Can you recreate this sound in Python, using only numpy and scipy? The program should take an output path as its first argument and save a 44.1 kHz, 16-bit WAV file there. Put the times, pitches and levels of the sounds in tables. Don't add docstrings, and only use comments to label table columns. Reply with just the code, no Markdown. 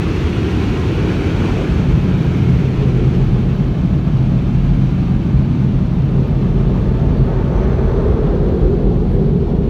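import sys
import numpy as np
from scipy import signal
from scipy.fft import rfft, irfft, next_fast_len
from scipy.io import wavfile
from scipy.ndimage import uniform_filter1d, minimum_filter1d

SR = 44100
rng = np.random.default_rng(int(sys.argv[2]) if len(sys.argv) > 2 else 0)


def transcribe(signal):
    frames = np.atleast_2d(signal).T
    limited = np.clip(frames, -1, 1)
    pcm = np.round(limited * 32767).astype(np.int16)
    wavfile.write(sys.argv[1], SR, pcm)


def natural_amplitude(level_db):
    exponent = np.asarray(level_db, float) / 20
    return 10 ** exponent


N = 427329
TIME = np.arange(N) / SR
COARSE_TIME = TIME[::64]
SIZE = next_fast_len(N)
HZ = np.maximum(np.arange(SIZE // 2 + 1) * SR / SIZE, 1)
PASS_BAND = (HZ < 15720) / np.sqrt(1 + (33.0 / HZ) ** 12)


def rms_one(x):
    return x / np.sqrt(np.mean(x ** 2) + 1e-20)


def in_time(rows):
    s, *columns = np.transpose(rows)
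    return [np.interp(TIME, s, column) for column in columns]


def drift(rate):
    knots = rng.standard_normal(int(N / SR * 60) + 2)
    memory = np.exp(-2 * np.pi * rate / 60)
    slow = signal.lfilter([1], [1, -memory], np.tile(knots, 2))[len(knots):]
    return np.interp(TIME * 60, np.arange(len(slow)), rms_one(slow))


def white_spectrum():
    return (rng.standard_normal(len(HZ)) + 1j * rng.standard_normal(len(HZ))) * PASS_BAND


def coloured_noise(gain):
    return rms_one(irfft(white_spectrum() * gain, SIZE)[:N])


def resonance(hz, width_hz, order):
    detuning = (HZ / hz - hz / HZ) * hz / (1.96 * width_hz)
    return 1 / (1 + detuning ** 2) ** order


def bell(time, s, length_s):
    return np.exp(-.5 * ((time - s) / length_s * 2) ** 2)


# t/s, windscreen level/dB, roof level/dB, rear window level/dB, tail level/dB
JETS = [(0, 0.5, -23, -18, -25), (1, 0, -13, -15, -11), (1.5, 0, -10.5, -3, -23), (2, -4, -2, -8.5, -23),
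        (2.5, -4, -5, -9, -13), (3, -5.5, -1.5, -12.5, -7.5), (3.6, -9.5, -1, -13, -11.5),
        (4.2, -10.5, -1, -10.5, -16), (5, -10, -1, -20.5, -14), (5.6, -12.5, 0, -21, -13.5),
        (6.1, -14.5, -1, -9, -12), (6.6, -12, -0.5, -9, -6.5), (7.1, -14, -3, -2.5, -5),
        (7.6, -18, -14, 1.5, -2), (8.1, -21.5, -16, 0, -1), (8.6, -18.5, -7.5, -4.5, 1),
        (9.1, -26.5, -2.5, -16.5, -2), (9.69, -17, -6.5, -26, -1)]


def jet_levels(coupling):
    coupled_power = natural_amplitude(np.transpose(coupling)) ** 2
    jet_power = natural_amplitude(np.array(in_time(JETS))[:, ::64]) ** 2
    levels_db = 10 * np.log10(coupled_power @ jet_power)
    return [np.interp(TIME, COARSE_TIME, level_db) for level_db in levels_db]


# t/s, mode f/Hz, swell level/dB, length t/s
BUFFETS = [(1.026, 90, 0, .12), (1.7, 60, 7, .08), (1.78, 90, 1, .06), (1.94, 43, 0.5, 0.11),
           (1.943, 60, 12, 0.073), (1.956, 131, 4, 0.092), (8.32, 60, -8, 0.18),
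           (2.493, 90, 4.5, 0.28), (2.98, 131, 7.5, 0.13), (3.297, 43, 10.5, 0.093),
           (9.4, 60, 2, .15), (2.524, 131, 10, 0.13), (3.95, 60, 8, .1), (4.19, 131, 7.5, 0.076),
           (4.75, 43, 5.5, .2), (4.792, 131, 7, 0.05), (3.647, 131, 3, 0.092),
           (5.37, 60, 13.5, 0.076), (5.363, 131, 4.5, .1), (5.55, 43, -12.5, 0.12),
           (5.2, 131, -4.5, .2), (6.503, 131, -5, .15), (7.08, 90, 7, 0.055), (7.19, 60, 6.5, 0.088),
           (7.201, 131, 5, 0.053), (7.274, 43, 5, 0.069), (6.4, 43, 4, 0.61), (8.106, 60, 6.5, .08),
           (8.63, 43, 3, 0.13), (8.87, 43, 2, 0.087),
           (.1, 172, 0, 0.16), (0.625, 238, 5.5, 0.14), (1.08, 238, -1, .1), (1.614, 385, 8.5, 0.056),
                 (1.9, 172, 4, 0.3), (2.448, 385, 3, 0.058), (2.56, 172, 4.5, 0.14),
                 (2.898, 385, 2.5, 0.24), (3.897, 172, 1.5, 0.07), (5.526, 238, 3, .1),
                 (6.176, 385, 5.5, .1), (6.642, 705, 1, .08), (7.1, 705, 6, .08), (7.144, 238, 5, 0.22),
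                 (7.1, 895, -2, 0.33), (7.905, 172, -3.5, 0.27), (8.09, 385, 3.5, 0.068),
                 (8.294, 385, 2.5, 0.037), (8.616, 385, 2, 0.32), (8.66, 172, -6, 0.11),
                 (8.87, 305, 13, .08), (8.898, 705, 3, 0.17), (9.185, 385, 4, 0.075), (9.2, 545, -3, .12),
                 (9.526, 705, 6.5, 0.089), (3.203, 131, 2.5, .5), (9.35, 172, 2.5, .4),
                 (2.247, 172, 3, 0.31), (1.294, 131, -7, 0.24)]
# from and to t/s, time to turn t/s
TURNED_S, TURN_S = (3.76, 6.07), .04
# f/Hz, level/dB
SHADOW = [(43, 0.5), (131, 0), (305, 2), (385, -3.5), (545, 0), (1350, -.5)]


def buffeting(mode_hz):
    swell_db = np.zeros(len(COARSE_TIME))
    for s, hz, db, length_s in BUFFETS:
        if abs(np.log(hz / mode_hz)) < .1:
            swell_db += db * bell(COARSE_TIME, s, length_s)
    turn_away = np.tanh((COARSE_TIME - TURNED_S[0]) / TURN_S)
    turn_back = np.tanh((COARSE_TIME - TURNED_S[1]) / TURN_S)
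    hz, shadow_db = np.transpose(SHADOW)
    mode_shadow_db = np.interp(np.log(mode_hz), np.log(hz), shadow_db)
    return np.interp(TIME, COARSE_TIME, swell_db + (turn_away - turn_back) / 2 * mode_shadow_db)


def driven_modes(modes, coupling, steadiness, hold_s, eddy_db, eddy_rate):
    out = np.zeros(N)
    hold = int(hold_s * SR)
    for (hz, width_hz), level_db in zip(modes, jet_levels(coupling)):
        ringing = coloured_noise(resonance(hz, width_hz, 1.5))
        power = uniform_filter1d(uniform_filter1d(ringing ** 2, size=hold), size=hold)
        evened = rms_one(ringing / (power + .02) ** (steadiness / 2))
        out += natural_amplitude(level_db + buffeting(hz) + eddy_db * drift(eddy_rate)) * evened
    return out


# f/Hz, width f/Hz
CABIN_MODES = [(43, 6.5), (60, 24), (90, 44), (131, 10.5)]
CABIN_COUPLING = [(-43, -25.5, -19, -30.5), (-25.5, -29, -23, -17.5), (-25.5, -24.5, -25.5, -23),
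                  (-19.5, -19, -29, -30)]


def cabin_boom():
    return driven_modes(CABIN_MODES, CABIN_COUPLING, steadiness=0.56, hold_s=0.07, eddy_db=0.94, eddy_rate=6.2)


# f/Hz, width f/Hz
PANEL_MODES = [(172, 46.4), (238, 42), (305, 54), (385, 90.6)]
PANEL_COUPLING = [(-23.5, -29, -26, -26.5), (-18.5, -28.5, -35, -35), (-30.5, -30, -43, -35.5),
                  (-20.5, -30, -39.5, -22)]


def panel_drumming():
    return driven_modes(PANEL_MODES, PANEL_COUPLING, steadiness=.55, hold_s=0.12, eddy_db=.5, eddy_rate=4.9)


# f/Hz, width f/Hz
ROAR_BANDS = [(545, 190), (705, 190), (895, 486), (1350, 505)]
ROAR_COUPLING = [(-41.5, -43, -36.5, -38), (-39.5, -48.5, -41.5, -52.5), (-32, -44.5, -36.5, -42.5),
                 (-39.5, -40, -46.5, -52)]


def jet_roar():
    return driven_modes(ROAR_BANDS, ROAR_COUPLING, steadiness=0.14, hold_s=0.13, eddy_db=-0.5, eddy_rate=2.2)


# f/Hz, level/dB
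RUSH = [(820, -23.5), (1400, -3), (2160, -6), (3410, -10), (4430, -14), (5010, -18.5), (6130, -23.5),
        (10400, -37.5), (14300, -42.5), (15700, -47.5)]
# f/Hz, width f/Hz, level/dB
PORT = [(2330, 120, 2.5), (4900, 450, -3), (6050, 420, 2), (7740, 690, -3), (10450, 700, -3.5)]
RUSH_REGIONS_HZ = [1950, 2550, 3800, 6200]
RUSH_COUPLING = [(7.5, 11, 6.5, 9.5), (-4.5, -4, -3, -4), (-5, -5.5, -4, -4.5), (-30, -12, -5.5, -8)]


def air_rush():
    hz, level_db = np.transpose(RUSH)
    colour_db = np.interp(np.log(HZ), np.log(hz), level_db)
    for centre_hz, width_hz, db in PORT:
        colour_db += db / (1 + ((HZ - centre_hz) / width_hz * 2) ** 2)
    above_roar = 1 / (1 + (1600 / HZ) ** 6)
    rush = rfft(coloured_noise(natural_amplitude(colour_db) * above_roar), SIZE)
    out = np.zeros(N)
    for k, level_db in enumerate(jet_levels(RUSH_COUPLING)):
        region = np.interp(np.log(HZ), np.log(RUSH_REGIONS_HZ), np.arange(4) == k)
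        flutter_db = 0.21 * drift(23.0)
        out += natural_amplitude(level_db + flutter_db) * irfft(rush * region, SIZE)[:N]
    return natural_amplitude(-44) * out


ECHO_LAGS_S = [.0013, .0021, .0034, .0047, .0066, .0089, .0118]


def cabin_echoes(x, echo_db, change_rate):
    mixed, power = x.copy(), 1.0
    for lag_s in ECHO_LAGS_S:
        gain = natural_amplitude(echo_db) * drift(change_rate)
        mixed += gain * np.roll(x, int(lag_s * SR))
        power = power + gain ** 2
    return mixed / np.sqrt(power)


def microphone_hiss():
    return natural_amplitude(-70.5) * coloured_noise(1 + .3 * (HZ / 15500) ** 6)


# t/s, cycle rate f/Hz
ENGINE_SPEED = [(0, 14.414), (1.3, 14.331), (2, 14.885), (2.7, 16.45), (3.5, 17.706), (4.5, 17.944),
                (5.7, 18.169), (7, 18.999), (8.2, 19.97), (9.7, 20.537)]
START_CYCLE = -.652
# share of cycle [1], f/Hz, level/dB, length t/s
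INJECTORS = [
    (-.05, 13800, -4.0, .0011),
    (.005, 14250, 0.0, .0008),
    (.055, 14050, -9.0, .0011),
    (.48, 14800, -13.0, .0018),
    (.71, 14800, -14.0, .0018),
]
# t/s, level/dB
TICK_LEVEL = [(0, -73), (1.4, -68), (2, -55), (2.4, -55), (2.75, -65.5), (3.2, -66), (3.6, -58.5),
              (4.1, -65), (4.4, -68), (4.8, -67), (5.5, -68), (5.9, -71), (6.2, -58), (6.75, -64),
              (7.2, -62), (7.6, -62.5), (8.4, -61.5), (9.2, -69.5)]


def injectors():
    speed, = in_time(ENGINE_SPEED)
    cycle = START_CYCLE + 1 + np.cumsum(speed) / SR
    out = np.zeros(N)
    for share, hz, db, length_s in INJECTORS:
        turn = np.maximum(cycle - share + .5, 0)
        chance = rng.standard_normal((int(cycle[-1]) + 2, 3))[turn.astype(int)].T
        offset_s = (turn % 1 - .5) / speed + .0004 * chance[0]
        ping = np.sin(2 * np.pi * (hz + 70 * chance[1]) * offset_s)
        envelope = np.exp(-.5 * (offset_s / length_s) ** 2)
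        out += natural_amplitude(db + 2.5 * chance[2]) * envelope * ping
    return natural_amplitude(in_time(TICK_LEVEL)[0] + 2.2) * out


# t/s, length t/s, f/Hz, width f/Hz, level/dB
RUSTLES = [(7.60, .28, 6050, 260, -63), (1.55, .3, 6500, 2000, -57), (8.0, .35, 6050, 260, -66),
           (7.735, .012, 1250, 300, -38), (9.15, .06, 1700, 300, -50), (7.3, 1.1, 890, 40, -42),
           (7.65, .5, 2200, 500, -52), (.8, 1.8, 2600, 140, -48), (2.4, .3, 2170, 90, -48),
           (7.18, .08, 4500, 150, -58), (9.115, .045, 9250, 500, -68), (9.125, .04, 11100, 500, -74),
           (9.145, .03, 9500, 5000, -68), (9.15, .07, 15500, 500, -79), (7.4, 2.6, 14850, 200, -88)]


def rustles():
    white = white_spectrum()
    out = np.zeros(N)
    for s, length_s, hz, width_hz, db in RUSTLES:
        band = rms_one(irfft(white * resonance(hz, width_hz, 2), SIZE)[:N])
        start = max(int((s - 2 * length_s) * SR), 0)
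        span = slice(start, int((s + 2 * length_s) * SR))
        out[span] += natural_amplitude(db) * bell(TIME[span], s, length_s) * band[span]
    return out


def scene():
    low = cabin_boom() + panel_drumming()
    gust = natural_amplitude(.6 * drift(13.0))
    jets = cabin_echoes(gust * (jet_roar() + air_rush()), echo_db=-22.0, change_rate=.6)
    return (low + jets + microphone_hiss() + injectors() + rustles())[None]


def roll_off(x):
    return signal.sosfilt(signal.butter(12, 16190, fs=SR, output="sos"), x)


def record(dry):
    hold = int(.012 * SR)
    over_db = np.maximum(20 * np.log10(np.abs(dry) / .7 + 1e-9), 0)
    held_db = -minimum_filter1d(-over_db, size=hold, axis=1)
    limited = dry * natural_amplitude(-.6 * uniform_filter1d(held_db, size=hold, axis=1))
    return roll_off(limited)


dry = scene()
out = record(dry)
transcribe(out)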